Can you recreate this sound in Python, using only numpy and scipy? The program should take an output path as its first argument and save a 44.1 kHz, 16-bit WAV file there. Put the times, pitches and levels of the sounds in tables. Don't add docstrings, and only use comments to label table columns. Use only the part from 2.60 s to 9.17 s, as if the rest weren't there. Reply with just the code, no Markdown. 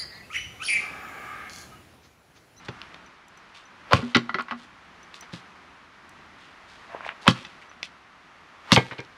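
import sys
import numpy as np
from scipy import signal
from scipy.fft import rfft, irfft, next_fast_len
from scipy.io import wavfile
from scipy.ndimage import map_coordinates

SR = 44100
rng = np.random.default_rng(int(sys.argv[2]) if len(sys.argv) > 2 else 0)


def generate_wav(signal):
    frames = np.transpose(np.atleast_2d(signal))
    scaled = np.clip(frames, -1, 1) * 32767
    pcm = np.round(scaled).astype(np.int16)
    wavfile.write(sys.argv[1], SR, pcm)


N = 289737
AGE = np.arange(SR // 2) / SR


def amp(db):
    return 10 ** (np.asarray(db) / 20)


def unit(x):
    return x / np.sqrt(np.mean(x ** 2) + 1e-20)


def fade(t60_s, t_s=AGE):
    return np.exp(-np.log(1000) * t_s / np.maximum(t60_s, 1e-3))


def along(points, hz):
    f, value = np.transpose(points)
    return np.interp(np.log(hz + 1), np.log(f + 1), value)


def curves(rows):
    t, *columns = np.transpose(rows)
    return [np.interp(np.arange(N) / SR, t, column) for column in columns]


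def wobble(rate_hz):
    knots = rng.standard_normal(256)
    return map_coordinates(knots, [np.arange(N) * rate_hz / SR], mode="wrap")


def add(track, t_s, sound):
    part = track[max(0, round(t_s * SR)):][:len(sound)]
    part += sound[:len(part)]


def filtered(x, response):
    m = next_fast_len(len(x) + SR // 2)
    return irfft(rfft(x, m) * response(np.fft.rfftfreq(m, 1 / SR)), m)[:len(x)]


def lowpass(x, order, hz):
    return signal.sosfilt(signal.butter(order, hz, fs=SR, output="sos"), x)


def highpass(x, order, hz):
    return signal.sosfilt(signal.butter(order, hz, "high", fs=SR, output="sos"), x)


def resonance(f, hz, width_hz):
    return 1j * f * width_hz / (hz * hz - f * f + 1j * f * width_hz)


def noise_band(n, hz, width_hz, order=2):
    return unit(filtered(rng.standard_normal(n), lambda f: resonance(f, hz, width_hz) ** order))


def coloured(x, modes):
    def response(f):
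        total = 1
        for hz, db, t60_s in modes:
            width_hz = np.log(1000) / np.pi / t60_s
            total = total + amp(db) * resonance(f, hz, width_hz)
        return total
    return filtered(x, response)


def ring(modes, attack_s):
    sines = sum(amp(db) * fade(t60_s) * np.sin(2 * np.pi * hz * AGE) for hz, db, t60_s in modes)
    return sines * (1 - np.exp(-AGE / attack_s))


def contact(db, hz, t60_s, width, top_hz, snap_db=-15):
    t = AGE[:SR // 8]
    unevenness_db = 3.7 * rng.standard_normal(len(t))
    grain = rng.standard_normal(len(t)) * amp(unevenness_db)
    burst = grain * fade(t60_s, t) * (1 - np.exp(-t / 0.00034))
    burst = filtered(burst, lambda f: resonance(f, hz, width * hz))
    body = lowpass(burst, 4, top_hz)
    snap = lowpass(burst, 4, 10500) * fade(0.036, t)
    burst = body + amp(snap_db) * snap
    return np.sqrt(0.005 * SR) * amp(db) * burst / np.linalg.norm(burst)


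def breeze():
    # t/s, level/dB
    stretches = [
        [(0.0, -50), (0.236, -48), (0.664, -54), (1.25, -51)],
        [(2.1, -52.5), (2.61, -49.5), (3.33, -53), (4.25, -49.5)],
        [(4.95, -51), (5.434, -54), (6.05, -52)],
    ]
    # f/Hz, relative density/dB
    rumble_spectrum = [(13, -17), (22, -21), (76, -2), (124, -10.5), (168, -2.5), (289, -5), (345, -7),
                       (450, -17), (580, -34), (990, -120)]
    # f/Hz, relative density/dB
    pine_spectrum = [(180, -8.5), (300, -12), (342, -7), (384, -7), (492, -8.5), (641, -5), (892, -2),
                     (1200, 1), (1670, -2.5), (1940, -3), (3690, -13.5), (6150, -22), (8140, -31.5),
                     (11100, -35), (15500, -60)]

    def air(spectrum):
        return unit(filtered(rng.standard_normal(N), lambda f: amp(along(spectrum, f))))

    strength_db, = curves(np.vstack(stretches))
    rumble_db = -10.5 + 1.6 * wobble(6.8)
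    hiss_db = 0.5 + 0.5 * wobble(6)
    mix = amp(rumble_db) * air(rumble_spectrum) + amp(hiss_db) * air(pine_spectrum)
    return amp(strength_db) * mix


def crackle(length_s, db, hz):
    snaps = rng.standard_normal(len(AGE)) * (rng.random(len(AGE)) < 2000 / SR)
    grains = unit(filtered(snaps, lambda f: resonance(f, hz, 0.84 * hz) ** 2))
    u = 4 * AGE / length_s
    return lowpass(amp(db) * grains * u * np.exp(1 - u), 4, 10500)


def grit():
    # t/s, length/s, level/dB, f/Hz
    crunches = [(0.047, 0.023, -49, 3650), (0.94, 0.092, -49.5, 2840), (1.967, 0.11, -54, 3060),
                (2.029, 0.023, -55, 3900), (2.538, 0.064, -52, 3760), (2.72, 0.083, -47, 3520),
                (3.77, 0.18, -56.5, 2800), (4.076, 0.18, -55.5, 3360), (4.446, 0.048, -47.5, 2620),
                (4.613, 0.059, -49.5, 3600), (4.741, 0.085, -46, 2300), (5.013, 0.033, -48.5, 2040),
                (5.236, 0.041, -44.5, 3180)]
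    # t/s, level/dB, f/Hz
    clicks = [(1.568, -29, 5270), (1.81, -41, 3950), (1.822, -55, 7540), (4.347, -30, 834),
              (4.407, -35, 1400), (4.449, -35.5, 2130), (4.463, -31, 940), (4.477, -37, 2300),
              (4.4899, -27, 2150), (5.114, -44, 1870), (6.388, -44.5, 3930), (6.403, -46, 5280),
              (6.449, -53, 4470)]
    out = np.zeros(N)
    for t, length_s, db, hz in crunches:
        add(out, t, crackle(length_s, db, hz))
    for t, db, hz in clicks:
        top_hz = min(1.26 * hz, SR / 4)
        add(out, t, contact(db, hz, 0.0093, width=0.58, top_hz=top_hz, snap_db=-28))
    return out


def taps():
    # t/s, level/dB, f/Hz, t60/s, steel ring level/dB
    touches = [(0.084, -32, 1430, 0.028, -41), (0.094, -44, 900, 0.015, -69),
               (0.216, -35.5, 2220, 0.0065, -53), (0.343, -40, 1570, 0.015, -58),
               (2.542, -39.5, 2280, 0.01, -77), (2.623, -40, 1040, 0.11, -70),
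               (2.735, -38.5, 1980, 0.094, -73), (4.849, -37.5, 2170, 0.036, -40),
               (5.2295, -26.5, 2920, 0.0067, -33)]
    # f/Hz, relative level/dB, t60/s
    steel_modes = [(1940, -6.5, 0.085), (2600, -2, .06), (3470, -1, 0.065), (5870, -9, 0.056)]
    out = np.zeros(N)
    for t, db, hz, t60_s, steel_db in touches:
        add(out, t, contact(db, hz, t60_s, width=1.1, top_hz=5300))
        add(out, t, amp(steel_db) * ring(steel_modes, attack_s=0.00042))
    return out


def thud(db, hz):
    # f/Hz, relative level/dB, t60/s
    block_modes = [(85, -53, 0.033), (128.4, -5, 0.13), (175, 0, 0.07), (242.6, -1.5, 0.061),
                   (327, -12.5, 0.079), (517, -10.5, 0.071)]
    push = ring([(hz, 2, 0.054)], attack_s=0.001)
    return amp(db) * (push + ring(block_modes, attack_s=0.0073))


def thuds():
    # t/s, thud level/dB, thud f/Hz, knock level/dB, knock f/Hz
    bumps = [(0.088, -29, 134, -33.5, 444), (1.388, -23, 130, -29, 450), (1.561, -15, 243, -17.5, 400),
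             (1.747, -33.5, 200, -39, 500), (2.733, -30, 173, -39, 295)]
    out = np.zeros(N)
    for t, db, hz, knock_db, knock_hz in bumps:
        add(out, t, thud(db, hz))
        add(out, t, contact(knock_db, knock_hz, 0.063, width=0.56, top_hz=2520, snap_db=-20))
    return out


def tinkles():
    # t/s, ping level/dB, tick level before a 1.5 dB lift/dB
    touches = [(0.462, -49, -62), (0.683, -58, -53), (0.774, -48.5, -56), (1.054, -48, -75),
               (2.43, -44.5, -57), (2.609, -37, -44), (3.493, -57.5, -51.5), (5.095, -47, -73)]
    # f/Hz, relative level/dB, t60/s
    ping_modes = [(6000, 0, 0.044)]
    out = np.zeros(N)
    for t, ping_db, tick_db in touches:
        tick = noise_band(len(AGE), 6900, 4500) * fade(0.016)
        ping = ring(ping_modes, attack_s=0.00079)
        add(out, t, amp(ping_db) * ping + amp(tick_db + 1.5) * tick)
    return out


def swings():
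    # arrival t/s, final level/dB, f/Hz
    sweeps = [(1.32, -40.5, 970), (4.668, -42.5, 1000), (6.118, -36, 1120)]
    out = np.zeros(N)
    for t, db, hz in sweeps:
        air = noise_band(len(AGE), hz, 2.5 * hz, order=3)
        add(out, t - AGE[-1], amp(db) * air * fade(0.22)[::-1])
    return out


def chops():
    # t/s, crack level/dB, crack f/Hz, loss per earlier faint lead-in/dB, bite level/dB, thud level/dB,
    # thud f/Hz, tearing level/dB, tearing f/Hz, tearing length/s
    blows = [(1.332, -10, 1280, 9, -27.5, -9, 107, -32, 2550, 0.064),
             (4.6783, -7.5, 1600, 15, -21, -6, 204.6, -34, 3780, 0.05),
             (6.119, -10.5, 3100, 23, -11.5, -7, 199, -24.5, 4200, 0.051)]
    # f/Hz, level relative to the contact/dB, t60/s
    log_modes = [(557, 5.5, 0.037), (860, -7, 0.056), (1016, 3.5, 0.017), (1105, -8.5, 0.013),
                 (1520, -17, 0.17), (1990, -2, 0.028), (2004, -21, 0.098), (3080, -7, 0.014),
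                 (3530, 0, 0.02)]
    lead_s, lead_pitch, lead_t60_s = 0.011, 0.68, 0.055
    thud_lag_s, tear_lag_s, bite_lag_s, chips_lag_s = 0.00453, 0.006, 0.0075, 0.037
    knocks, rest = np.zeros(N), np.zeros(N)
    for t, db, hz, lead_loss_db, bite_db, thud_db, thud_hz, tear_db, tear_hz, tear_s in blows:
        for k in (1, 2):
            lead_db = db - k * lead_loss_db
            lead = contact(lead_db, hz * lead_pitch, lead_t60_s, width=1.0, top_hz=4800, snap_db=-15)
            add(knocks, t - k * lead_s, lead)
        add(knocks, t, contact(db, hz, 0.016, width=0.96, top_hz=5250, snap_db=-11))
        add(rest, t + bite_lag_s, contact(bite_db, 2400, 0.046, width=8.8, top_hz=5430))
        add(rest, t + thud_lag_s, thud(thud_db, thud_hz))
        add(rest, t + tear_lag_s, crackle(tear_s, tear_db, tear_hz))
        add(rest, t + chips_lag_s, crackle(0.24, -49, 2860))
    return coloured(knocks, log_modes) + rest


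def rocking(db, hz, loss_db, pitch_kept, width):
    # t after the first/s, level before the rebound loss/dB, t60/s
    touches = [(0, -0.5, 0.046), (0.0052, -6, 0.07), (0.011, 0, 0.022), (0.021, -0.5, 0.015)]
    out = np.zeros(len(AGE))
    for k, (lag_s, touch_db, t60_s) in enumerate(touches):
        level_db = db + touch_db - k * loss_db
        touch_hz = hz * pitch_kept ** k
        add(out, lag_s, contact(level_db, touch_hz, t60_s, width, top_hz=4800, snap_db=-13))
    return lowpass(out, 1, 7500)


def halves():
    # t/s, clack level/dB, clack f/Hz, loss per rebound/dB, pitch factor per rebound,
    # note level/dB, note f/Hz, share of the free ring time
    landings = [(1.423, -41.5, 890, 4, 0.67, -24, 241, 0.89),
                (1.547, -13, 2920, 2.9, 0.9, -18.5, 236.3, 0.95),
                (1.693, -29, 1110, 21, 0.75, -38, 231, 0.68), (1.743, -24.5, 1960, 6, 0.39, -31, 375, 0.7),
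                (1.785, -29, 1300, 1.5, 0.99, -36, 240, 0.6), (1.883, -39, 1340, 4, 1.2, -53, 238, 0.5),
                (1.9098, -28.5, 1480, 3, 0.77, -31.5, 238.4, 0.89)]
    # f/Hz, level relative to the contact/dB, t60/s
    piece_modes = [(1104, 6, 0.031), (1297, 9, 0.021), (1412, 12.5, 0.058), (1970, 6.5, 0.041),
                   (2140, -4, 0.09), (4050, -1, 0.042)]
    # multiple of the note f, relative level/dB, free t60/s
    hollow_modes = [(.54, -22, 0.24), (1.001, -0.5, 0.27), (1.62, -13, 0.13)]
    note_lag_s = 0.0063
    clacks, notes = np.zeros(N), np.zeros(N)
    for t, db, hz, loss_db, pitch_kept, note_db, note_hz, freedom in landings:
        add(clacks, t, rocking(db, hz, loss_db, pitch_kept, width=0.88))
        modes = [(note_hz * ratio, level_db, t60_s * freedom) for ratio, level_db, t60_s in hollow_modes]
        add(notes, t + note_lag_s, amp(note_db) * ring(modes, attack_s=0.00083))
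    waver_db = 1.6 * wobble(34.3)
    return coloured(clacks, piece_modes) + notes * amp(waver_db)


def scuff():
    # t/s, level before a 9.5 dB cut/dB, f/Hz
    twist = [(4.27, -84, 700), (4.292, -42.5, 740), (4.325, -36.5, 800), (4.38, -37, 990),
             (4.44, -40, 1470), (4.5, -36, 2040), (4.54, -46, 2000), (4.6, -72, 2060)]
    db, pitch_hz = curves(twist)
    rasp = np.zeros(N)
    for hz in (692, 1020, 1660, 2450):
        octaves_off = np.log2(pitch_hz / hz)
        rasp += noise_band(N, hz, 0.33 * hz) * np.exp(-(octaves_off / 1.6) ** 2)
    rasp = lowpass(rasp, 2, 6000)
    stick_slip_db = 3.5 * wobble(37)
    return amp(db - 9.5 + stick_slip_db) * rasp


def slab():
    # t/s, clack level/dB, clack f/Hz, loss per rebound/dB, pitch factor per rebound,
    # ring level/dB, thud level/dB
    bounces = [(6.1657, -13, 950, 6, 0.89, -28, -12), (6.311, -32, 1760, 2, 0.8, -45, -37),
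               (6.382, -37.5, 2200, 1, 0.93, -45, -33)]
    # f/Hz, mean relative level/dB, t60/s
    slab_modes = [(403, -0.5, 0.12), (519, -7.5, 0.22), (550, -11, 0.088), (760, -1, 0.094), (948, -6, .16),
                  (1600, -3, 0.21), (1960, -7, 0.23), (2173, 5.5, 0.11), (2380, 2.5, 0.099)]
    flat_lag_s = 0.006
    out = np.zeros(N)
    add(out, 6.1624, contact(-11.5, 2920, 0.0048, width=0.27, top_hz=4560))
    for t, db, hz, loss_db, pitch_kept, ring_db, thud_db in bounces:
        modes = [(mode_hz, level_db + rng.normal(0, 4.1), t60_s) for mode_hz, level_db, t60_s in slab_modes]
        add(out, t, rocking(db, hz, loss_db, pitch_kept, width=0.38))
        add(out, t + flat_lag_s, amp(ring_db) * ring(modes, attack_s=0.0012) + thud(thud_db, 130))
        knock = contact(thud_db - 0.5, 394, 0.05, width=0.46, top_hz=2500, snap_db=-30)
        add(out, t + flat_lag_s, knock)
    return out


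def campsite(x):
    # f/Hz, t60/s
    forest_decay = [(100, 0.18), (400, 0.53), (1200, 0.4), (3000, 0.29), (6000, 0.32), (13000, 0.65)]
    near = np.zeros(len(AGE))
    add(near, 0.0105, rng.standard_normal(len(AGE)) * fade(0.13))
    hz, t, z = signal.stft(rng.standard_normal(SR), SR, nperseg=256)
    decay = fade(along(forest_decay, hz)[:, None], t)
    far = signal.istft(z * decay, SR, nperseg=256)[1][:SR]
    far = far * (1 - np.exp(-np.arange(len(far)) / SR / 0.063))
    dull = lowpass(x, 1, 8000)

    def echo(tail):
        return signal.fftconvolve(dull, tail / np.linalg.norm(tail))[:N]

    return amp(-12.5) * echo(near) + amp(-21) * echo(far)


def scene():
    wood = swings() + chops() + thuds() + halves() + slab()
    work = wood + taps() + tinkles() + scuff() + grit()
    work = highpass(work, 4, 66)
    return (work + campsite(work) + breeze())[None]


def record(dry):
    x = dry[0] / (1 + np.abs(dry[0]) ** 8) ** (1 / 8)
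    x = highpass(x, 2, 36)
    return filtered(x, lambda f: f < 16000)[None]


dry = scene()
out = record(dry)
generate_wav(out)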